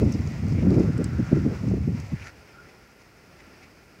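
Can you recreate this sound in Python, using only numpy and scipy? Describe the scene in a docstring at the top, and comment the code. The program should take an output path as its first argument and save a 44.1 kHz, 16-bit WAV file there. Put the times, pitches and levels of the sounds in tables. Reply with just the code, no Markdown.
"""Low, lumpy gusts thump on the microphone as a dust whirlwind crosses dry open ground.
For two seconds its eddies buffet the microphone and the air hisses through dry scrub;
then the wind drops, leaving a soft far rush and one faint, breathy whistle.
Close by, twigs snap and something scuffs. The microphone port colours it all."""
import sys
import numpy as np
from scipy import signal
from scipy.fft import rfft, irfft
from scipy.io import wavfile
from scipy.ndimage import uniform_filter1d

SR = 44100
rng = np.random.default_rng(int(sys.argv[2]) if len(sys.argv) > 2 else 0)


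def wav_out(sig):
    """Save sig, one row per channel (or a flat mono array), as 16-bit PCM at SR to the path in sys.argv[1]."""
    wavfile.write(sys.argv[1], SR, np.round(np.clip(np.atleast_2d(sig).T, -1, 1) * 32767).astype(np.int16))


N = 176400
TIME = np.arange(N) / SR
PORT_HZ, PORT_WIDTH_HZ, PORT_GAIN = 1392, 76, 1.12   # resonance of the microphone port

# Fader of the far rush: time_s, level_db
RUSH_FADER = [(0, -61), (2.3, -52), (2.65, -52), (2.9, -54), (3.1, -56), (3.42, -51), (3.62, -51),
              (3.8, -54.5), (4, -53.5)]
# Tone of the far rush: frequency_hz, gain_db
RUSH_SPECTRUM = [(30, -14), (48, 5.5), (64, 1), (150, -1), (260, -2.5), (380, -2.5), (520, -7),
                 (1050, -15.5), (1700, -12), (2500, -12.5), (3200, -23), (3900, -26.5), (5100, -17.5),
                 (6800, -30), (9000, -35), (15500, -45)]
# Fader of the air in the scrub: time_s, level_db
HISS_FADER = [(0, -44.5), (.3, -47), (.55, -47.5), (.8, -48), (1.1, -48.5), (1.38, -48), (1.65, -48),
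              (1.87, -51), (1.98, -50.5), (2.1, -50), (2.4, -60), (4, -60.5)]
# Tone of the air in the scrub: frequency_hz, gain_db
HISS_SPECTRUM = [(300, 4.5), (700, 5.5), (1100, 1), (1600, -5.5), (2000, 3), (2650, -2), (3100, -10.5),
                 (3700, -12), (5200, -5.5), (6800, -12), (8000, -17), (9000, -23.5), (15500, -28)]
# Hollow swishes in the branches: peak_s, level_db, half_length_s, centre_hz
BRANCH_SWISHES = [(0.347, -55.5, 0.094, 2000), (0.983, -51.5, 0.32, 1380), (1.324, -50, 0.12, 1460),
                  (1.55, -52, 0.054, 1235), (1.986, -58, 0.033, 2030)]
# Dry scuffs: peak_s, level_db, half_length_s, resonance_hz, relative_grit_db
DRY_SCUFFS = [(0.602, -46.5, 0.029, 2140, -11), (0.744, -51, 0.012, 2300, -2),
              (0.824, -58, 0.045, 2160, 4.5), (2.191, -47.5, 0.031, 1760, -15),
              (2.224, -46, 0.019, 2320, -12.5), (2.268, -43, 0.02, 1740, -7), (2.49, -59, .015, 2400, -10),
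              (2.694, -57, 0.0066, 2120, -3), (3.014, -66, .012, 2200, 8), (3.405, -55.5, 0.012, 1990, -9),
              (3.635, -53, .011, 2100, -6)]
# Tone of the grit in a scuff: frequency_hz, gain_db
GRIT_SPECTRUM = [(1000, 6), (2500, -23), (3400, -5), (5200, 6.5), (6600, 0.5), (8500, -11.5),
                 (11000, -11.5), (15500, -37)]
# Snapping twigs: start_s, level_db, pitch_hz, ring_t60_s, relative_crack_db
TWIG_SNAPS = [(0.123, -38.5, 5700, 0.043, -16), (.138, -41.5, 5050, .05, -19),
              (0.2733, -46.5, 6500, .015, -2), (0.523, -47.5, 5100, 0.031, -11),
              (0.7052, -45.5, 4400, .015, 4), (0.7967, -47, 6100, .02, -6), (0.9787, -43.5, 8050, .014, -3),
              (1.0429, -40.5, 5050, 0.013, -19), (1.0424, -31, 8100, 0.011, -9),
              (1.6861, -50.5, 5900, 0.025, -4), (2, -46.5, 6600, 0.028, 4)]
# Tone of a twig's crack: frequency_hz, gain_db
CRACK_SPECTRUM = [(1500, -15), (3000, -10), (5000, 8), (8000, -4.5), (9300, -26), (11000, -9), (12200, -24),
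                  (15500, -19)]
# Fader of the wind on the microphone, before its trim: time_s, level_db
WIND_FADER = [(0, -22.5), (.21, -27), (.36, -33.5), (.47, -22.5), (.6, -23.5), (.7, -17), (.9, -26.5),
              (1.1, -30), (1.18, -27), (1.25, -34.5), (1.36, -23), (1.53, -28), (1.59, -34), (1.69, -22.5),
              (1.83, -28), (1.92, -27.5), (2.07, -38.5), (2.22, -45), (2.33, -60), (2.5, -78)]
# Single eddies hitting the port, before their trim: peak_s, level_db, half_length_s, upper_edge_hz
EDDY_THUMPS = [(0.028, -16.5, 0.011, 376), (0.069, -18, 0.018, 243), (0.152, -20, 0.0058, 345),
               (0.677, -14, 0.012, 233), (0.744, -20, 0.018, 356), (0.776, -12.5, 0.011, 324),
               (0.805, -14.5, 0.0099, 355), (0.841, -24.5, 0.015, 393), (0.895, -23, 0.011, 334),
               (1.001, -20.5, 0.015, 350), (1.199, -18, 0.0088, 280), (1.33, -12, 0.0069, 370),
               (1.375, -20, 0.011, 310), (1.468, -16.5, 0.012, 311), (1.512, -29, 0.034, 376),
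               (1.641, -22, 0.0091, 288), (1.718, -17.5, 0.0037, 336), (1.741, -21, 0.0034, 390),
               (1.777, -24.5, 0.005, 362), (1.882, -15, 0.0055, 249), (2.135, -20.5, 0.0094, 200)]


def from_db(db):
    """Decibels to gain."""
    return 10 ** (np.asarray(db) / 20)


def unit_power(x):
    """Scale to an RMS of one."""
    return x / np.sqrt(np.mean(x ** 2) + 1e-20)


def fader(points):
    """A level in dB at every sample, ramping from point to point."""
    return np.interp(TIME, *np.transpose(points))


def swell(peak_s, db, half_s):
    """A Gaussian rise and fall around one moment."""
    return from_db(db) * np.exp(-.5 * ((TIME - peak_s) / half_s) ** 2)


def decay(start_s, t60_s):
    """A hard attack and an exponential fade."""
    return (TIME >= start_s) * from_db(-60 * np.clip((TIME - start_s) / t60_s, 0, 4))


def shaped_noise(gain_at):
    """Noise of unit power with a given gain at each frequency."""
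    hz = np.maximum(np.arange(N // 2 + 1) * SR / N, 1)
    return unit_power(irfft(rfft(rng.standard_normal(N)) * gain_at(hz), N))


def coloured_noise(spectrum):
    """Noise through a tabled EQ curve, with nothing below 20 Hz."""
    hz, db = np.transpose(spectrum)
    return shaped_noise(lambda f: from_db(np.interp(np.log(f), np.log(hz), db)) * (f > 20))


def drift(rate_hz):
    """A random wobble of unit power, mostly slower than the given rate."""
    return shaped_noise(lambda f: 1 / (1 + (f / rate_hz) ** 2))


def resonate(x, hz, width_hz):
    """One resonance with unity gain at its peak."""
    r = np.exp(-np.pi * width_hz / SR)
    feedforward = np.array([1, 0, -1]) * (1 - r * r) / 2
    feedback = [1, -2 * r * np.cos(2 * np.pi * hz / SR), r * r]
    return signal.lfilter(feedforward, feedback, x + 1e-18)


def noise_band(hz, width_hz):
    """Noise ringing in a steep-sided resonance."""
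    once = resonate(rng.standard_normal(N), hz, width_hz)
    return unit_power(resonate(once, hz, width_hz))


def far_rush(waver_db=.5):
    """The bed: a soft, slightly wavering rush of distant wind."""
    return from_db(fader(RUSH_FADER) + waver_db * drift(14)) * coloured_noise(RUSH_SPECTRUM)


def scrub(flutter_db=1.2, ticks_per_s=35, tick_range_db=6.5, leaves_to_hiss_db=-20.5):
    """Air hisses and swishes through dry branches, and small leaves tick in it."""
    hiss = coloured_noise(HISS_SPECTRUM) * from_db(flutter_db * drift(13.6))
    ticks = rng.random(N) < ticks_per_s / SR
    sizes = from_db(tick_range_db * np.minimum(rng.exponential(1, N), 1))
    tick_envelope = signal.fftconvolve(ticks * sizes, decay(0, t60_s=0.011))[:N]
    leaves = unit_power(tick_envelope * noise_band(6000, width_hz=3000))
    swishes = sum(swell(peak_s, db, half_s) * noise_band(hz, width_hz=930)
                  for peak_s, db, half_s, hz in BRANCH_SWISHES)
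    return from_db(fader(HISS_FADER)) * (hiss + from_db(leaves_to_hiss_db) * leaves) + swishes


def whistle():
    """One faint, breathy whistle at the port's pitch, turned down to offset the port's boost."""
    breath = noise_band(PORT_HZ, width_hz=240)
    return swell(peak_s=2.595, db=-48.5, half_s=.04) * breath / (1 + PORT_GAIN)


def scuffs(roughness_db=3):
    """Each scuff is a rough rub in one resonance, layered with bright grit."""
    grit = coloured_noise(GRIT_SPECTRUM)
    rubs = sum(swell(peak_s, db, half_s) * (noise_band(hz, width_hz=750) + from_db(grit_db) * grit)
               for peak_s, db, half_s, hz, grit_db in DRY_SCUFFS)
    return rubs * unit_power(from_db(roughness_db * drift(180)))


def twig_snaps(tail_db=-13.5):
    """Each twig breaks with a dry crack, a short ring and a faint tail."""
    crack_noise = coloured_noise(CRACK_SPECTRUM)
    snaps = np.zeros(N)
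    for start_s, db, hz, t60_s, crack_db in TWIG_SNAPS:
        ring = noise_band(hz, width_hz=1100) * decay(start_s, t60_s)
        crack = crack_noise * from_db(crack_db) * decay(start_s, t60_s=0.011)
        tail = crack_noise * from_db(tail_db) * decay(start_s, t60_s=0.056)
        snaps += from_db(db) * (ring + crack + tail)
    return snaps


def turbulence(low_hz, edge_hz, steepness, evenness, window_s):
    """Pressure on the port: a low band that falls steeply above the eddy rate, its swings compressed."""
    pressure = shaped_noise(
        lambda f: 1 / np.sqrt((1 + (low_hz / f) ** 8) * (1 + (f / edge_hz) ** (2 * steepness))))
    power = uniform_filter1d(pressure ** 2, int(window_s * SR)) + 1e-9
    return unit_power(pressure / power ** (evenness / 2))


def wind_buffeting(lumpy_db=2.0, trim_db=0.5, edge_hz=199, pivot_db=-23.5, octaves_per_db=0.05):
    """Wind rumbles on the microphone, getting brighter as it blows harder."""
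    wind_db = fader(WIND_FADER) + lumpy_db * drift(35)
    brightness = np.clip(octaves_per_db * (wind_db - pivot_db), -1, 1)
    rumble = np.zeros(N)
    for octave in (-1, -.5, -0.085, .5, 0.85):   # five layers, dark to bright
        crossfade = np.sqrt(np.maximum(1 - 2 * abs(brightness - octave), 0))
        layer = turbulence(69, edge_hz * 2 ** octave, steepness=3.57, evenness=0.36, window_s=.02)
        rumble += crossfade * layer
    return from_db(wind_db + trim_db) * rumble


def eddy_thumps(trim_db=-1.43):
    """Single eddies hit the port, each a short, dull thump."""
    thumps = np.zeros(N)
    for peak_s, db, half_s, edge_hz in EDDY_THUMPS:
        pressure = turbulence(80, edge_hz, steepness=4.15, evenness=0.82, window_s=0.0139)
        thumps += swell(peak_s, db + trim_db, half_s) * pressure
    return thumps


def scene():
    """The mono mix: all sources at one microphone."""
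    return (whistle() + wind_buffeting() + eddy_thumps() + scrub() + far_rush()
            + scuffs() + twig_snaps())[None]


def record(dry):
    """The microphone adds its port resonance and its own hiss; the deepest bass and the top are cut."""
    self_noise_db, low_cut_hz, high_cut_hz = -69.5, 50, 15750
    port_ring = PORT_GAIN * resonate(dry, PORT_HZ, PORT_WIDTH_HZ)
    self_noise = from_db(self_noise_db) * rng.standard_normal(N)
    low_cut = signal.butter(5, low_cut_hz, "high", fs=SR, output="sos")
    high_cut = signal.ellip(12, .1, 80, high_cut_hz, fs=SR, output="sos")
    return signal.sosfilt(high_cut, signal.sosfilt(low_cut, dry + port_ring + self_noise))


dry = scene()
out = record(dry)
wav_out(out)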